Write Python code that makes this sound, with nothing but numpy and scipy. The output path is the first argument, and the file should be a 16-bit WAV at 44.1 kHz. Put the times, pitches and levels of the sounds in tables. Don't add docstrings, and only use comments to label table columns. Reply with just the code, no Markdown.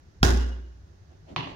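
import sys
import numpy as np
from scipy import signal
from scipy.fft import rfft, irfft
from scipy.io import wavfile
from scipy.ndimage import uniform_filter1d

SR = 44100
rng = np.random.default_rng(int(sys.argv[2]) if len(sys.argv) > 2 else 0)


def store_wav(level_fs):
    pcm = np.round(np.clip(np.atleast_2d(level_fs), -1, 1) * 32767)
    wavfile.write(sys.argv[1], SR, pcm.T.astype(np.int16))


N = 68355


def undb(db):
    return 10 ** (np.asarray(db) / 20)


def read(table, hz):
    f, v = np.array(table, float).T
    return np.interp(np.log(np.maximum(hz, 1)), np.log(f), v)


def bins():
    return np.arange(N // 2 + 1) * SR / N


def since(start):
    return np.maximum(np.arange(N) / SR - start, 0)


def decay(t, t60):
    return np.exp(-np.log(1000) * t / t60)


def swell(peak, width):
    return np.exp(-.5 * ((np.arange(N) / SR - peak) / width) ** 2)


def unit(x):
    return x / np.sqrt(np.mean(x ** 2))


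def wobble(length, span):
    size = int(span) + 1
    smooth = uniform_filter1d(rng.standard_normal((2, length)), size)
    return unit(uniform_filter1d(smooth, size))


def colour(x, table):
    cepstrum = irfft(read(table, bins()) * np.log(10) / 20, N)
    cepstrum[1:N // 2] *= 2
    cepstrum[N // 2:] = 0
    response = np.exp(rfft(cepstrum))
    response_rms = np.sqrt(np.mean(abs(response) ** 2))
    return irfft(rfft(x) * response / response_rms, N)


# frequency in Hz, side minus mid in dB.
ROOM_WIDTH = [(100, -15), (200, -10), (380, -3), (700, 1.5), (1300, 2.5), (2400, 0), (15000, 0)]
# frequency in Hz, left minus right in dB.
ROOM_LEAN = [(200, 0), (1300, -1.5), (3000, -2), (5500, -7), (8000, -1), (15000, -1)]


def diffuse(db):
    mid, side = rfft(rng.standard_normal((2, N)))
    sign, hz = np.array([[1], [-1]]), bins()
    spread = mid + sign * undb(read(ROOM_WIDTH, hz)) * side
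    level = undb(db + sign * read(ROOM_LEAN, hz) / 2)
    return unit(irfft(spread * level, N))


# frequency in Hz, level in dB per Hz.
ROOM_TONE = [(25, -13), (50, -7), (75, 3), (96, 2), (122, -14), (157, -4), (200, -17), (290, -18),
             (360, -16), (470, -24), (800, -28), (1200, -32), (1700, -30), (2300, -37), (3000, -38),
             (6500, -38), (8000, -54), (16000, -58)]
ROOM_TONE_DB = -53
SURGE_BELOW_HZ, SURGE_SPREAD_DB, SURGE_S = 450, 2.5, .04


def background():
    noise = undb(ROOM_TONE_DB) * diffuse(read(ROOM_TONE, bins()))
    rumble = irfft(rfft(noise) / (1 + (bins() / SURGE_BELOW_HZ) ** 4), N)
    surge = undb(SURGE_SPREAD_DB * wobble(N, SURGE_S * SR)[0])
    return noise + rumble * (surge - 1)


# start in seconds, level in dB, centre in Hz, attack in seconds, decay in seconds.
FOOTFALLS = [(.16, -47, 60, .01, .018), (1.01, -50, 80, .012, .04), (1.3, -39.5, 190, .025, .025),
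             (1.47, -53, 35, .03, .1), (1.505, -53, 250, .015, .05)]
FOOTFALL_OCTAVES = .7


def steps():
    out = 0
    for start, db, hz, attack, decay_s in FOOTFALLS:
        t = since(start)
        octaves = np.log2((bins() + 1) / hz)
        band = -20 * np.log10(1 + (octaves / FOOTFALL_OCTAVES) ** 2)
        dull = -10 * np.log10(1 + (bins() / hz / 2) ** 2)
        envelope = np.minimum(t / attack, 1) * np.exp(-np.maximum(t - attack, 0) / decay_s)
        out = out + undb(db) * diffuse(band + dull) * envelope
    return out


# peak in seconds, level in dB, width in seconds.
HUSHES = [(1.125, -61, .025), (1.305, -49, .022), (1.495, -46.5, .033)]
# frequency in Hz, level in dB per Hz.
HUSH_COLOUR = [(60, -20), (200, -2), (340, 2), (450, -8), (600, 0), (780, -3), (1100, -21), (1900, -22),
               (2800, -18), (5000, -29), (7000, -32), (9000, -47), (16000, -55)]


def hushes():
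    envelope = sum(undb(db) * swell(peak, width) for peak, db, width in HUSHES)
    return envelope * diffuse(read(HUSH_COLOUR, bins()))


# peak in seconds, level in dB, width in seconds, spread around the pitch in Hz.
CHAIN_SOUNDS = [(.425, -51, .025, 80), (.528, -54.5, .016, 35), (.65, -72, .06, 30),
                (1.4, -39.5, .009, 450), (1.44, -42.5, .013, 500)]
CHAIN_HZ = 2900


def chain():
    out = 0
    for peak, db, width, spread in CHAIN_SOUNDS:
        band = -20 * np.log10(1 + ((bins() - CHAIN_HZ) / spread) ** 2)
        out = out + undb(db) * swell(peak, width) * diffuse(band)
    return out


# frequency in Hz, level in dB per Hz.
HARD_WALLS = [(100, -19), (160, -7), (250, 0), (310, -6), (400, -4), (560, -16), (740, -9), (920, -16),
              (1250, -17), (1600, -13), (2300, -25), (3000, -21), (3700, -21), (4250, -27), (5200, -20),
              (6800, -24), (7700, -32), (12000, -35.5), (15500, -40)]
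# frequency in Hz, level in dB per Hz.
LIGHT_WALLS = [(88, -6), (150, 1), (213, -13), (274, -6), (390, -12), (470, -24), (560, -16), (770, -17),
               (980, -15), (1420, -25), (1800, -20), (2300, -21), (2980, -18), (3800, -26), (4400, -25),
               (5200, -36), (6100, -37), (7700, -57), (15500, -66)]
# frequency in Hz, time to fall by 60 dB in seconds.
GARAGE_T60 = [(100, .52), (250, .76), (700, .65), (2500, .65), (5000, .55), (8000, .46), (15000, .37)]
WASH_DELAY_S, WASH_RISE_S, WASH_LOW_HZ = .002, .002, 190
EARLY_DB, EARLY_S = -15, .015
FLUTTER_DB, FLUTTER_S = 1.6, .003
RIPPLE_DB, RIPPLE_HZ = 2.6, 35


def wash(start, tone):
    t, hz = since(start + WASH_DELAY_S), bins()
    ripple = RIPPLE_DB * wobble(len(hz), RIPPLE_HZ * N / SR)[0]
    low_cut = -10 * np.log10(1 + (WASH_LOW_HZ / (hz + 1)) ** 6)
    spectrum = rfft(diffuse(read(tone, hz) + ripple + low_cut))
    out = 0
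    for centre, t60 in GARAGE_T60:
        share = read([(f, f == centre) for f, _ in GARAGE_T60], hz)
        out = out + irfft(spectrum * share, N) * decay(t, t60)
    flutter = undb(FLUTTER_DB * wobble(N, FLUTTER_S * SR))
    rise = 1 - np.exp(-t / WASH_RISE_S)
    early = 1 + undb(EARLY_DB) * np.exp(-t / EARLY_S)
    return out * flutter * rise * early


BASS_LAG_S, BASS_TILT_DB = .0006, .5


def place(x):
    late = np.roll(x, int(BASS_LAG_S * SR))
    return np.array([x * undb(-BASS_TILT_DB), late * undb(BASS_TILT_DB)])


# peak in seconds, level in dB.
FILLING_THUMPS = [(1.3955, -24.5), (1.4365, -30.5)]
THUMP_HZ, THUMP_WIDTH_S = 142, .007


def rebounds():
    out = 0
    for peak, db in FILLING_THUMPS:
        tone = np.cos(2 * np.pi * THUMP_HZ * (np.arange(N) / SR - peak))
        out = out + undb(db) * swell(peak, THUMP_WIDTH_S) * tone
    return out


# frequency in Hz, time to fall by 60 dB in seconds, rise in seconds,
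# level in dB after the hard punch, level in dB after the light one.
RINGING = [(29, .45, .01, -27, -65), (86, .45, .005, -18, -41), (119, .38, .03, -20, -30),
           (146, .26, .008, -32, -27), (183, .65, .03, -31, -47), (241, .55, .08, -19, -44),
           (268, .65, .02, -32, -41), (374, .68, .02, -29, -45), (797, .5, .005, -36, -47)]
WAVER_DB, WAVER_S = 2, .025


def ring(start, column):
    t = since(start)
    out = 0
    for row in RINGING:
        hz, t60, rise = row[:3]
        level = undb(row[column] + WAVER_DB * wobble(N, WAVER_S * SR)[0])
        envelope = decay(t, t60) * (1 - np.exp(-t / rise))
        out = out + level * envelope * np.sin(2 * np.pi * hz * t)
    return out


BOOM_HZ, BOOM_DB = 60, -16.5
BOOM_LEAD_S, BOOM_ATTACK_S = .0205, .022
BOOM_HOLD_S, BOOM_T60_S = .16, .85


def boom(start):
    t = since(start - BOOM_LEAD_S)
    attack = np.minimum(t / BOOM_ATTACK_S, 1)
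    release = decay(np.maximum(t - BOOM_HOLD_S, 0), BOOM_T60_S)
    return -undb(BOOM_DB) * attack * release * np.sin(2 * np.pi * BOOM_HZ * t)


# frequency in Hz, level in dB per Hz.
SKIN_CRINKLE = [(1500, -20), (3300, -2), (5500, 0), (6800, -2), (8000, -15), (16000, -22)]
CRINKLE_DB, CLICKS_PER_S, CRINKLE_DECAY_S = -32, 350, .068


def crinkle(start):
    clicks = (rng.random((2, N)) < CLICKS_PER_S / SR) * rng.standard_normal((2, N))
    t = since(start)
    grains = unit(np.array([colour(side, SKIN_CRINKLE) for side in clicks]))
    lean = undb(np.array([[1], [-1]]) * read(ROOM_LEAN, SKIN_CRINKLE[2][0]) / 2)
    return undb(CRINKLE_DB) * grains * lean * (t > 0) * np.exp(-t / CRINKLE_DECAY_S)


# frequency in Hz, peak level in dB, rise in seconds, right minus left in dB.
SKIN_KNOCK = [(360, -15.5, .0025, -2), (780, -11, .0016, -1), (1370, -12, .0012, 3), (1750, -16.5, .001, 2),
              (3700, -17, .0005, 4), (5250, -20, .0004, 6)]
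KNOCK_DELAY_S, KNOCK_LAG_S = .0003, .0003


def knock(start):
    t = since(start + KNOCK_DELAY_S)
    out = 0
    for hz, db, rise, right_db in SKIN_KNOCK:
        envelope = t / rise * np.exp(1 - t / rise)
        left = undb(db) * envelope * np.sin(2 * np.pi * hz * t)
        right = np.roll(left, int(KNOCK_LAG_S * SR))
        out = out + np.array([left * undb(-right_db / 2), right * undb(right_db / 2)])
    return out


def thud(start, length):
    u = since(start) / length
    envelope = 2 * u * np.exp(1 - 2 * u)
    return -envelope * np.sin(2 * np.pi * u ** 2 / (u + .5))


# frequency in Hz, level in dB per Hz.
HARD_SKIN = [(100, -12), (260, 5), (400, 4), (560, -11), (900, -3), (1550, 1), (2150, -12), (3650, -6),
             (4400, -11), (5500, -6), (8000, -27), (16000, -29)]
# frequency in Hz, level in dB per Hz.
LIGHT_SKIN = [(100, -20), (420, -24), (620, 1), (1100, 2), (1800, -6), (2800, -1), (4500, -13), (6300, -22),
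              (9000, -43), (16000, -58)]
SLAP_TILT_DB = 1.5


def slap(start, length, crease_db, crease_s, lag, tone, count):
    order = np.arange(count)
    jitter = (order > 0) * rng.uniform(-.5, .5, count)
    moments = start + length * (order + jitter) / count
    hits = np.zeros(N)
    hits[(moments * SR).astype(int)] = rng.choice([-1, 1], count) * np.sqrt(length * SR / count)
    t = since(start)
    crease = undb(crease_db) * rng.standard_normal((2, N)) * (t > 0) * np.exp(-t / crease_s)
    left, right = colour(hits + crease, tone)
    late = np.roll(right, int(lag * SR))
    return np.array([left * undb(-SLAP_TILT_DB), late * undb(SLAP_TILT_DB)])


# start in seconds, slap in dB, contact length in seconds, crease in dB relative to the slap,
# crease decay in seconds, thud in dB, thud length in seconds, wash in dB, right-side lag in seconds.
HARD_PUNCH = (.2295, -12, .0036, -11, .0025, -10, .0055, -20.8, .0003)
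LIGHT_PUNCH = (1.3624, -21.5, .0012, -1, .0035, -34, .007, -30.4, .00003)


def punch(row, slap_tone, wash_tone, count):
    start, slap_db, contact, crease_db, crease_s, thud_db, thud_s, wash_db, lag = row
    skin = undb(slap_db) * slap(start, contact, crease_db, crease_s, lag, slap_tone, count)
    filling = undb(thud_db) * thud(start, thud_s)
    walls = undb(wash_db) * wash(start, wash_tone)
    return skin + filling + walls


def scene():
    surroundings = background() + steps() + hushes() + chain()
    hard_start, light_start = HARD_PUNCH[0], LIGHT_PUNCH[0]
    hard = punch(HARD_PUNCH, HARD_SKIN, HARD_WALLS, count=14)
    hard = hard + knock(hard_start) + crinkle(hard_start)
    hard = hard + place(ring(hard_start, column=-2) + boom(hard_start))
    light = punch(LIGHT_PUNCH, LIGHT_SKIN, LIGHT_WALLS, count=1)
    light = light + place(ring(light_start, column=-1) + rebounds())
    return surroundings + hard + light


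PEAK_LIMIT, TOP_HZ = .92, 16000


def record(dry):
    rounded = dry / (1 + (dry / PEAK_LIMIT) ** 6) ** (1 / 6)
    top_cut = signal.ellip(8, .2, 70, TOP_HZ, fs=SR, output="sos")
    return signal.sosfilt(top_cut, rounded)


dry = scene()
out = record(dry)
store_wav(out)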